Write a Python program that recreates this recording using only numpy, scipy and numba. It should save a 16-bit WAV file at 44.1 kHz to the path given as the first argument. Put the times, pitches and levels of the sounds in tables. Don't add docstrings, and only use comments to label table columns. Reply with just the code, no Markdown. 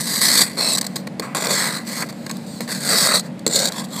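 import sys
import numpy as np
from scipy import signal
from scipy.fft import rfft, irfft
from scipy.io import wavfile
from scipy.ndimage import uniform_filter1d
from numba import njit

SR = 44100
rng = np.random.default_rng(int(sys.argv[2]) if len(sys.argv) > 2 else 0)


def pcm_store(signal):
    levels = np.round(np.clip(np.atleast_2d(signal), -1, 1) * 32767)
    wavfile.write(sys.argv[1], SR, levels.astype(np.int16).T)


N = 176400


def from_db(db):
    return 10 ** (np.asarray(db) / 20)


def unit_level(x):
    return x / np.sqrt(np.mean(x ** 2) + 1e-20)


def evened(x, size=1300):
    return x / np.sqrt(np.abs(uniform_filter1d(x ** 2, size)) + 1e-12)


def seconds():
    return np.arange(N) / SR


def gate(start, end, attack_s, release_s):
    t = seconds()
    return np.clip((t - start) / attack_s, 0, 1) * np.exp(-np.clip((t - end) / release_s, 0, 20))


def drift(rate_hz):
    step = 40
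    r = np.exp(-2 * np.pi * step * rate_hz / SR)
    slow = signal.lfilter([1], [1, -2 * r, r * r], rng.standard_normal(N // step + 2002))[2000:]
    return np.interp(np.arange(N) / step, np.arange(len(slow)), unit_level(slow))


def coloured(x, spectrum, size=4096):
    hz, db = np.transpose(spectrum)
    bin_hz = np.arange(size // 2 + 1) * SR / size
    gain = from_db(np.interp(np.log(bin_hz + 1), np.log(hz), db))
    cepstrum = irfft(np.log(gain))
    cepstrum[1:size // 2] *= 2
    cepstrum[size // 2 + 1:] = 0
    response = irfft(np.exp(rfft(cepstrum)))
    return signal.fftconvolve(x, response / np.linalg.norm(response))[:N]


@njit
def gliding_peak(x, w, g, q):
    out, s1, s2 = np.zeros(len(x)), 0., 0.
    for i in range(len(x)):
        a, c = np.sin(w[i]) / (2 * q), -2 * np.cos(w[i])
        out[i] = ((1 + a * g) * x[i] + s1) / (1 + a / g)
        s1 = c * (x[i] - out[i]) + s2
        s2 = (1 - a * g) * x[i] - (1 - a / g) * out[i]
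    return out


def resonance(x, hz, db, q):
    w = 2 * np.pi * np.minimum(hz / SR, .45) * np.ones(N)
    return gliding_peak(x + 1e-18, w, float(from_db(db / 2)), float(q))


# (pitch [Hz], level [dB])
ENGINE_TONES = [(146, -46), (189, -39), (232, -39), (278, -47.5), (314, -48.5)]
# (pitch [Hz], relative level [dB])
ENGINE_RUMBLE = [(25, -43), (55, -34.5), (110, -9.5), (145, -1), (200, 6), (260, -1.5), (370, -13),
                 (550, -7), (800, -14.5), (1200, -24), (2000, -22.5), (3000, -30.5), (4400, -31),
                 (6000, -40), (7600, -38), (10000, -42), (15000, -54)]
def engine_idle():
    rumble_db, wander_hz, flutter = -33, 2.625, 0.22
    out = from_db(rumble_db) * coloured(rng.standard_normal(N), ENGINE_RUMBLE)
    for hz, db in ENGINE_TONES:
        phase = 2 * np.pi * (np.cumsum(hz + wander_hz * drift(4.12)) / SR + rng.random())
        out = out + np.sqrt(2) * from_db(db) * (1 + flutter * drift(15.5)) * np.sin(phase)
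    return out


def stick_slip(uneven_db, count=2000):
    typical_per_s, jitter, decay_s = 150, .55, 0.0044
    gaps_s = np.exp(jitter * rng.standard_normal(count)) / typical_per_s
    at = (np.cumsum(gaps_s) * SR).astype(int)
    sizes = from_db(uneven_db * np.clip(rng.standard_normal(count), -2, 2))
    slips = np.zeros(N)
    slips[at[at < N]] = sizes[at < N]
    return 1 + unit_level(signal.lfilter([1], [1, -np.exp(-1 / (decay_s * SR))], slips))


def ice_grains(per_s=12000, spread_db=2.5):
    sizes = from_db(spread_db * np.minimum(rng.exponential(1, N), 5))
    signs = rng.choice([-1, 1], N)
    return unit_level(sizes * signs * (rng.random(N) < per_s / SR))


def glide(x, times, from_hz, to_hz, db, q):
    log_pitch = np.interp(seconds(), [times[0], times[-1]], np.log([from_hz, to_hz]))
    return resonance(x, np.exp(log_pitch + 0.026 * drift(4.2)), db, q)


# (pitch [Hz], relative level [dB])
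BLADE = [(200, -56), (1500, -53), (2900, -22), (3300, -9), (3800, -1), (4300, 4), (4700, 3.5), (5050, -7.5),
         (5500, -7.5), (6500, -10.5), (7200, -5.5), (8000, 2), (8700, -6), (9600, -14), (11500, -14),
         (13000, -12.5), (15300, -14)]
GLASS = [(40, -59), (90, -21), (160, 0), (300, 1.5), (400, 3), (520, 5), (650, 3), (800, -2.5), (1080, -1),
         (1350, -3.5), (1630, 0), (2050, 0), (2400, -3.5), (2900, -12.5), (4000, -28)]
BLADE_Q, GLASS_Q, CRACKLE_HZ, CRACKLE_Q = 7, 1.7, 10970, 2.3
CONTACT_RISE_S, CONTACT_FALL_S = 0.001, 0.0012
# (time [s], blade level [dB], glass level [dB])
PUSH_1 = [(0,-21,-28),(.03,-30.5,-42),(.07,-25.5,-36),(.172,-20.5,-30.5),(.207,-25.5,-38),(.216,-15,-25.5),(.335,-16.5,-26),(.425,-14.5,-22),(.448,-26.5,-33),(.5,-38,-39.5),(.568,-43,-48)]
PUSH_2 = [(0.567, -34, -36), (0.574, -28, -29), (0.592, -21, -26), (0.762, -19, -32.5), (0.766, -38, -34)]
PUSH_3 = [(1.348,-25,-25.5),(1.372,-24,-31),(1.386,-29.5,-31),(1.44,-25,-24.5),(1.48,-32,-27),(1.51,-18.5,-20),(1.561,-24.5,-31)]
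DIG_3 = [(1.535,-27.5,-31),(1.585,-21,-25),(1.672,-23.5,-25.5),(1.693,-28.5,-29),(1.775,-29,-32.5),(1.805,-41.5,-38),(1.85,-49,-50)]
PUSH_4 = [(1.849, -48, -46), (1.875, -32, -38.5), (2.022, -28, -30), (2.039, -40, -27.5), (2.052, -44, -55),
          (2.08, -44, -37)]
PUSH_5 = [(2.677, -35, -35), (2.717, -25.5, -31), (2.793, -34, -41.5), (2.913, -18.5, -23.5),
          (2.951, -20, -22), (2.979, -17, -28), (3.077, -17.5, -22)]
DIG_5 = [(3.077, -18, -24.5), (3.115, -22, -22.5), (3.156, -14.5, -22), (3.201, -26.5, -35.5),
         (3.225, -54, -78)]
PUSH_6 = [(3.486, -32.5, -29), (3.521, -26, -34), (3.557, -15.5, -25), (3.636, -23.5, -26),
          (3.657, -15, -24), (3.669, -30, -36), (3.689, -17, -26), (3.704, -65, -33)]
PUSH_7 = [(3.705, -44.5, -43), (3.799, -28, -33), (3.831, -44, -41), (3.852, -34, -43), (3.867, -54, -52),
          (3.915, -42, -53), (3.925, -35, -43), (4.0, -28.5, -35.5)]
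STROKES = [PUSH_1, PUSH_2, PUSH_3, DIG_3, PUSH_4, PUSH_5, DIG_5, PUSH_6, PUSH_7]
# (slip unevenness [dB], glass from [Hz], to [Hz], boost [dB], low blade from [Hz], to [Hz], boost [dB],
#  high blade from [Hz], to [Hz], boost [dB], crackle boost [dB])
GRIPS = [(0, 1700, 2100, 7.5, 5300, 4600, 3.5, 8050, 7900, 1.5, 8),
         (-1, 570, 710, 8.5, 4350, 4080, 11, 8700, 8000, 8, 6),
         (0, 760, 530, 8.5, 3400, 3460, 7, 7600, 7300, 9.5, 6),
         (0.5, 1680, 1280, 9.5, 3200, 4200, 5.5, 7700, 10000, 5.5, 3.5),
         (4, 3700, 820, 5, 4000, 3600, -7, 8100, 6100, -2, 2),
         (2.5, 1500, 1270, 5.5, 3500, 3600, -1, 9700, 10000, 2.5, 3),
         (4, 1400, 1000, 8.5, 3760, 4320, 9.5, 8250, 9600, 8, 4),
         (2, 415, 540, 11.5, 3800, 3670, 7, 7450, 6900, 10.5, 0.5),
         (5, 950, 1130, 12, 3300, 3320, 13.5, 7000, 7600, 6.5, 6.5)]
def strokes():
    blade, glass, t = 0, 0, seconds()
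    for stroke, grip in zip(STROKES, GRIPS):
        times, blade_db, glass_db = np.transpose(stroke)
        uneven_db, crackle_db = grip[0], grip[10]
        glass_glide, low_glide, high_glide = grip[1:4], grip[4:7], grip[7:10]
        force = stick_slip(uneven_db)
        contact = gate(times[0], times[-1], CONTACT_RISE_S, CONTACT_FALL_S)
        rasp = coloured(force * ice_grains(), BLADE)
        rasp = glide(rasp, times, *low_glide, BLADE_Q)
        rasp = glide(rasp, times, *high_glide, BLADE_Q)
        rasp = resonance(rasp, CRACKLE_HZ, crackle_db, CRACKLE_Q)
        grind = coloured(force * ice_grains(), GLASS)
        grind = glide(grind, times, *glass_glide, GLASS_Q)
        blade = blade + evened(rasp) * contact * from_db(np.interp(t, times, blade_db))
        glass = glass + evened(grind) * contact * from_db(np.interp(t, times, glass_db))
    return blade, glass


def frost_sizzle(blade):
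    for hz in (6310, 10300):
        blade = resonance(blade, hz * np.exp(0.09 * drift(4)), db=6, q=13)
    return blade


def ring_on(x, spectrum, tail_db, fade_s=0.071):
    r = np.exp(-2 * np.log(1000) / (fade_s * SR))
    power = signal.lfilter([1 - r], [1, -r], x ** 2)
    return x + from_db(tail_db) * coloured(np.sqrt(power) * rng.standard_normal(N), spectrum)


# (pitch [Hz], boost [dB])
NARROW_RINGS = [(1075,3.5),(1630,5.5),(1995,5),(3856,-1.5),(4270,2),(5230,6.5),(5938,0),(6615,6.5),(7936,-7.5),(8614,3),(9226,5.5),(10372,3),(12037,8.5)]
def narrow_rings(x, width_hz=75):
    for hz, db in NARROW_RINGS:
        x = resonance(x, hz, db, q=hz / width_hz)
    return x


def reflection(x, delay_s=.0011, share=.3):
    t = seconds()
    moving_delay_s = delay_s * np.exp(.22 * drift(0.521))
    return x + share * np.interp(t - moving_delay_s, t, x)


# (time [s], length [s], blade level [dB], glass level [dB])
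CATCHES = [(0.07, 0.0055, -25, -33.5), (0.377, 0.012, -12.5, -42), (0.408, 0.015, -13.5, -40),
           (.772, 0.0038, -19, -27.5), (0.78, 0.0085, -16, -27), (0.811, 0.0062, -17.5, -27.5),
           (0.827, 0.0053, -36, -33.5), (0.842, .010, -32, -33.5), (0.865, 0.0049, -22, -34),
           (0.957, 0.011, -23.5, -30), (1.07, 0.0064, -34.5, -28.5), (1.456, 0.0022, -16.5, -28),
           (1.469, 0.0025, -17, -22), (2.022, 0.0045, -24.5, -21), (2.087, 0.021, -37, -37.5),
           (2.125, 0.0026, -39, -39), (2.263, 0.0049, -31, -29), (2.294, 0.0045, -29.5, -32),
           (2.3, 0.0034, -34, -27), (2.311, 0.0028, -24, -26.5), (2.368, 0.002, -31, -45),
           (2.983, 0.0046, -15, -23), (3.121, 0.0049, -38, -21), (3.149, .009, -22, -39),
           (3.195, 0.0028, -20, -44), (3.392, 0.0037, -37, -54), (3.557, 0.0042, -14.5, -40),
           (3.654, 0.0042, -22, -45), (3.672, 0.0022, -19, -24), (3.72, 0.0037, -25, -33),
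           (3.742, 0.0029, -37, -37), (3.979, 0.0013, -31, -34)]
# (time [s], length [s], blade level [dB], glass level [dB], fade [dB])
SLIDES = [(0.81, 0.19, -44.5, -44, 9), (0.96, 0.081, -37, -46, 22), (1.219, 0.04, -38.5, -30.5, 3),
          (1.27, 0.062, -57, -39.5, 0), (1.353, 0.027, -34, -27.5, -0.5), (2.066, 0.3, -54, -57.5, -9),
          (2.376, 0.075, -51.5, -56, -4), (2.461, 0.13, -44, -60, -2.5), (2.611, 0.072, -33.5, -39, 17),
          (3.221, 0.046, -51, -49, -7.5)]
def catches_and_slides():
    blade_level, catch_level, slide_level, t = 0, 0, 0, seconds()
    for start, length, blade_db, glass_db in CATCHES:
        shape = gate(start, start + length, CONTACT_RISE_S, CONTACT_FALL_S)
        blade_level = blade_level + shape * from_db(blade_db)
        catch_level = catch_level + shape * from_db(glass_db)
    for start, length, blade_db, glass_db, fade_db in SLIDES:
        fade = from_db(-fade_db * np.clip((t - start) / length, 0, 1))
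        shape = gate(start, start + length, attack_s=0.0043, release_s=0.013) * fade
        blade_level = blade_level + shape * from_db(blade_db)
        slide_level = slide_level + shape * from_db(glass_db)
    spray = coloured(blade_level * evened(ice_grains(), size=200), BLADE)
    rub = resonance(coloured(ice_grains(), GLASS), hz=1010, db=5.5, q=GLASS_Q)
    snaps = coloured(catch_level * evened(ice_grains(), size=200), GLASS)
    snaps = resonance(snaps, hz=1104, db=7.5, q=26)
    return spray, slide_level * evened(rub) + snaps


def squeak(start_s=0.59, end_s=0.735, hz=2620, db=-37):
    b, a = signal.iirpeak(hz, Q=17, fs=SR)
    tone = signal.lfilter(b, a, signal.lfilter(b, a, ice_grains()))
    return from_db(db) * gate(start_s, end_s, attack_s=0.031, release_s=.015) * evened(tone)


# (start [s], end [s], from pitch [Hz], to pitch [Hz], boost [dB])
BENDS = [(.6, 0.795, 5350, 5400, 8.5), (1.52, 1.66, 5070, 5540, 7), (2.854, 3.085, 4500, 5400, 6.5),
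         (3.03, 3.205, 5100, 4070, 5), (3.443, 3.496, 7580, 7450, 18)]
def bending(blade):
    t = seconds()
    for start, end, from_hz, to_hz, db in BENDS:
        swell = np.sin(np.pi * np.clip((t - start) / (end - start), 0, 1))
        hz = np.interp(t, [start, end], [from_hz, to_hz])
        blade = blade + swell * (resonance(blade, hz, db, q=13) - blade)
    return blade


# (time [s], blade strength [dB], glass strength [dB],
# thump strength [dB], pitch of the glass at that spot [Hz], crackle boost [dB])
KNOCKS = [(1.1968, -18, -24, -27.5, 880, -1), (1.3484, -30, -19, -54, 1150, 22.5),
          (2.6064, -23, -20, -31, 454, 5), (3.465, -11.5, -19, -19.5, 1050, -1.5),
          (3.477, -17, -34, -44, 1100, 5)]
def knocks(click_size=4, spot_boost_db=9):
    blade, glass = 0, 0
    for start, blade_db, glass_db, _, spot_hz, crackle_db in KNOCKS:
        click = np.zeros(N)
        click[int(start * SR)] = click_size
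        spray = evened(ice_grains(), size=200)
        edge = coloured(click + spray * gate(start, start, 1 / SR, release_s=0.003), BLADE)
        pane = coloured(click + spray * gate(start, start, 1 / SR, release_s=0.006), GLASS)
        pane = resonance(pane, spot_hz, spot_boost_db, GLASS_Q)
        blade = blade + from_db(blade_db) * resonance(edge, CRACKLE_HZ, crackle_db, CRACKLE_Q)
        glass = glass + from_db(glass_db - spot_boost_db / 2) * pane
    return blade, glass


# (pitch [Hz], relative level [dB], time to fade by 60 dB [s])
WINDSCREEN_NOTES = [(176, -9, 0.35), (236, -0.5, 0.25), (323, -2, 0.15), (444, 3, 0.078), (505, 4, 0.042),
                    (1230, -11, 0.013)]
def thumps(low_cut_hz=150):
    blows, out = np.zeros(N) + 1e-18, 0
    for start, _, _, thump_db, _, _ in KNOCKS:
        blows[int(start * SR)] = from_db(thump_db)
    for hz, db, fade_s in WINDSCREEN_NOTES:
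        r, w = np.exp(-np.log(1000) / (fade_s * SR)), 2 * np.pi * hz / SR
        out = out + from_db(db) * signal.lfilter([0, np.sin(w)], [1, -2 * r * np.cos(w), r * r], blows)
    return signal.sosfilt(signal.butter(4, low_cut_hz, "high", fs=SR, output="sos"), out)


def scene():
    blade, glass = np.sum([strokes(), catches_and_slides(), knocks()], axis=0)
    blade = frost_sizzle(bending(blade))
    scraping = ring_on(blade, BLADE, tail_db=-18) + ring_on(glass, GLASS, tail_db=-14)
    scraping = reflection(narrow_rings(scraping))
    return (scraping + thumps() + engine_idle() + squeak())[None]


def record(dry, cutoff_hz=15250):
    rounded = dry / (1 + dry ** 6) ** (1 / 6)
    return signal.sosfilt(signal.ellip(10, .2, 70, cutoff_hz, fs=SR, output="sos"), rounded)


dry = scene()
out = record(dry)
pcm_store(out)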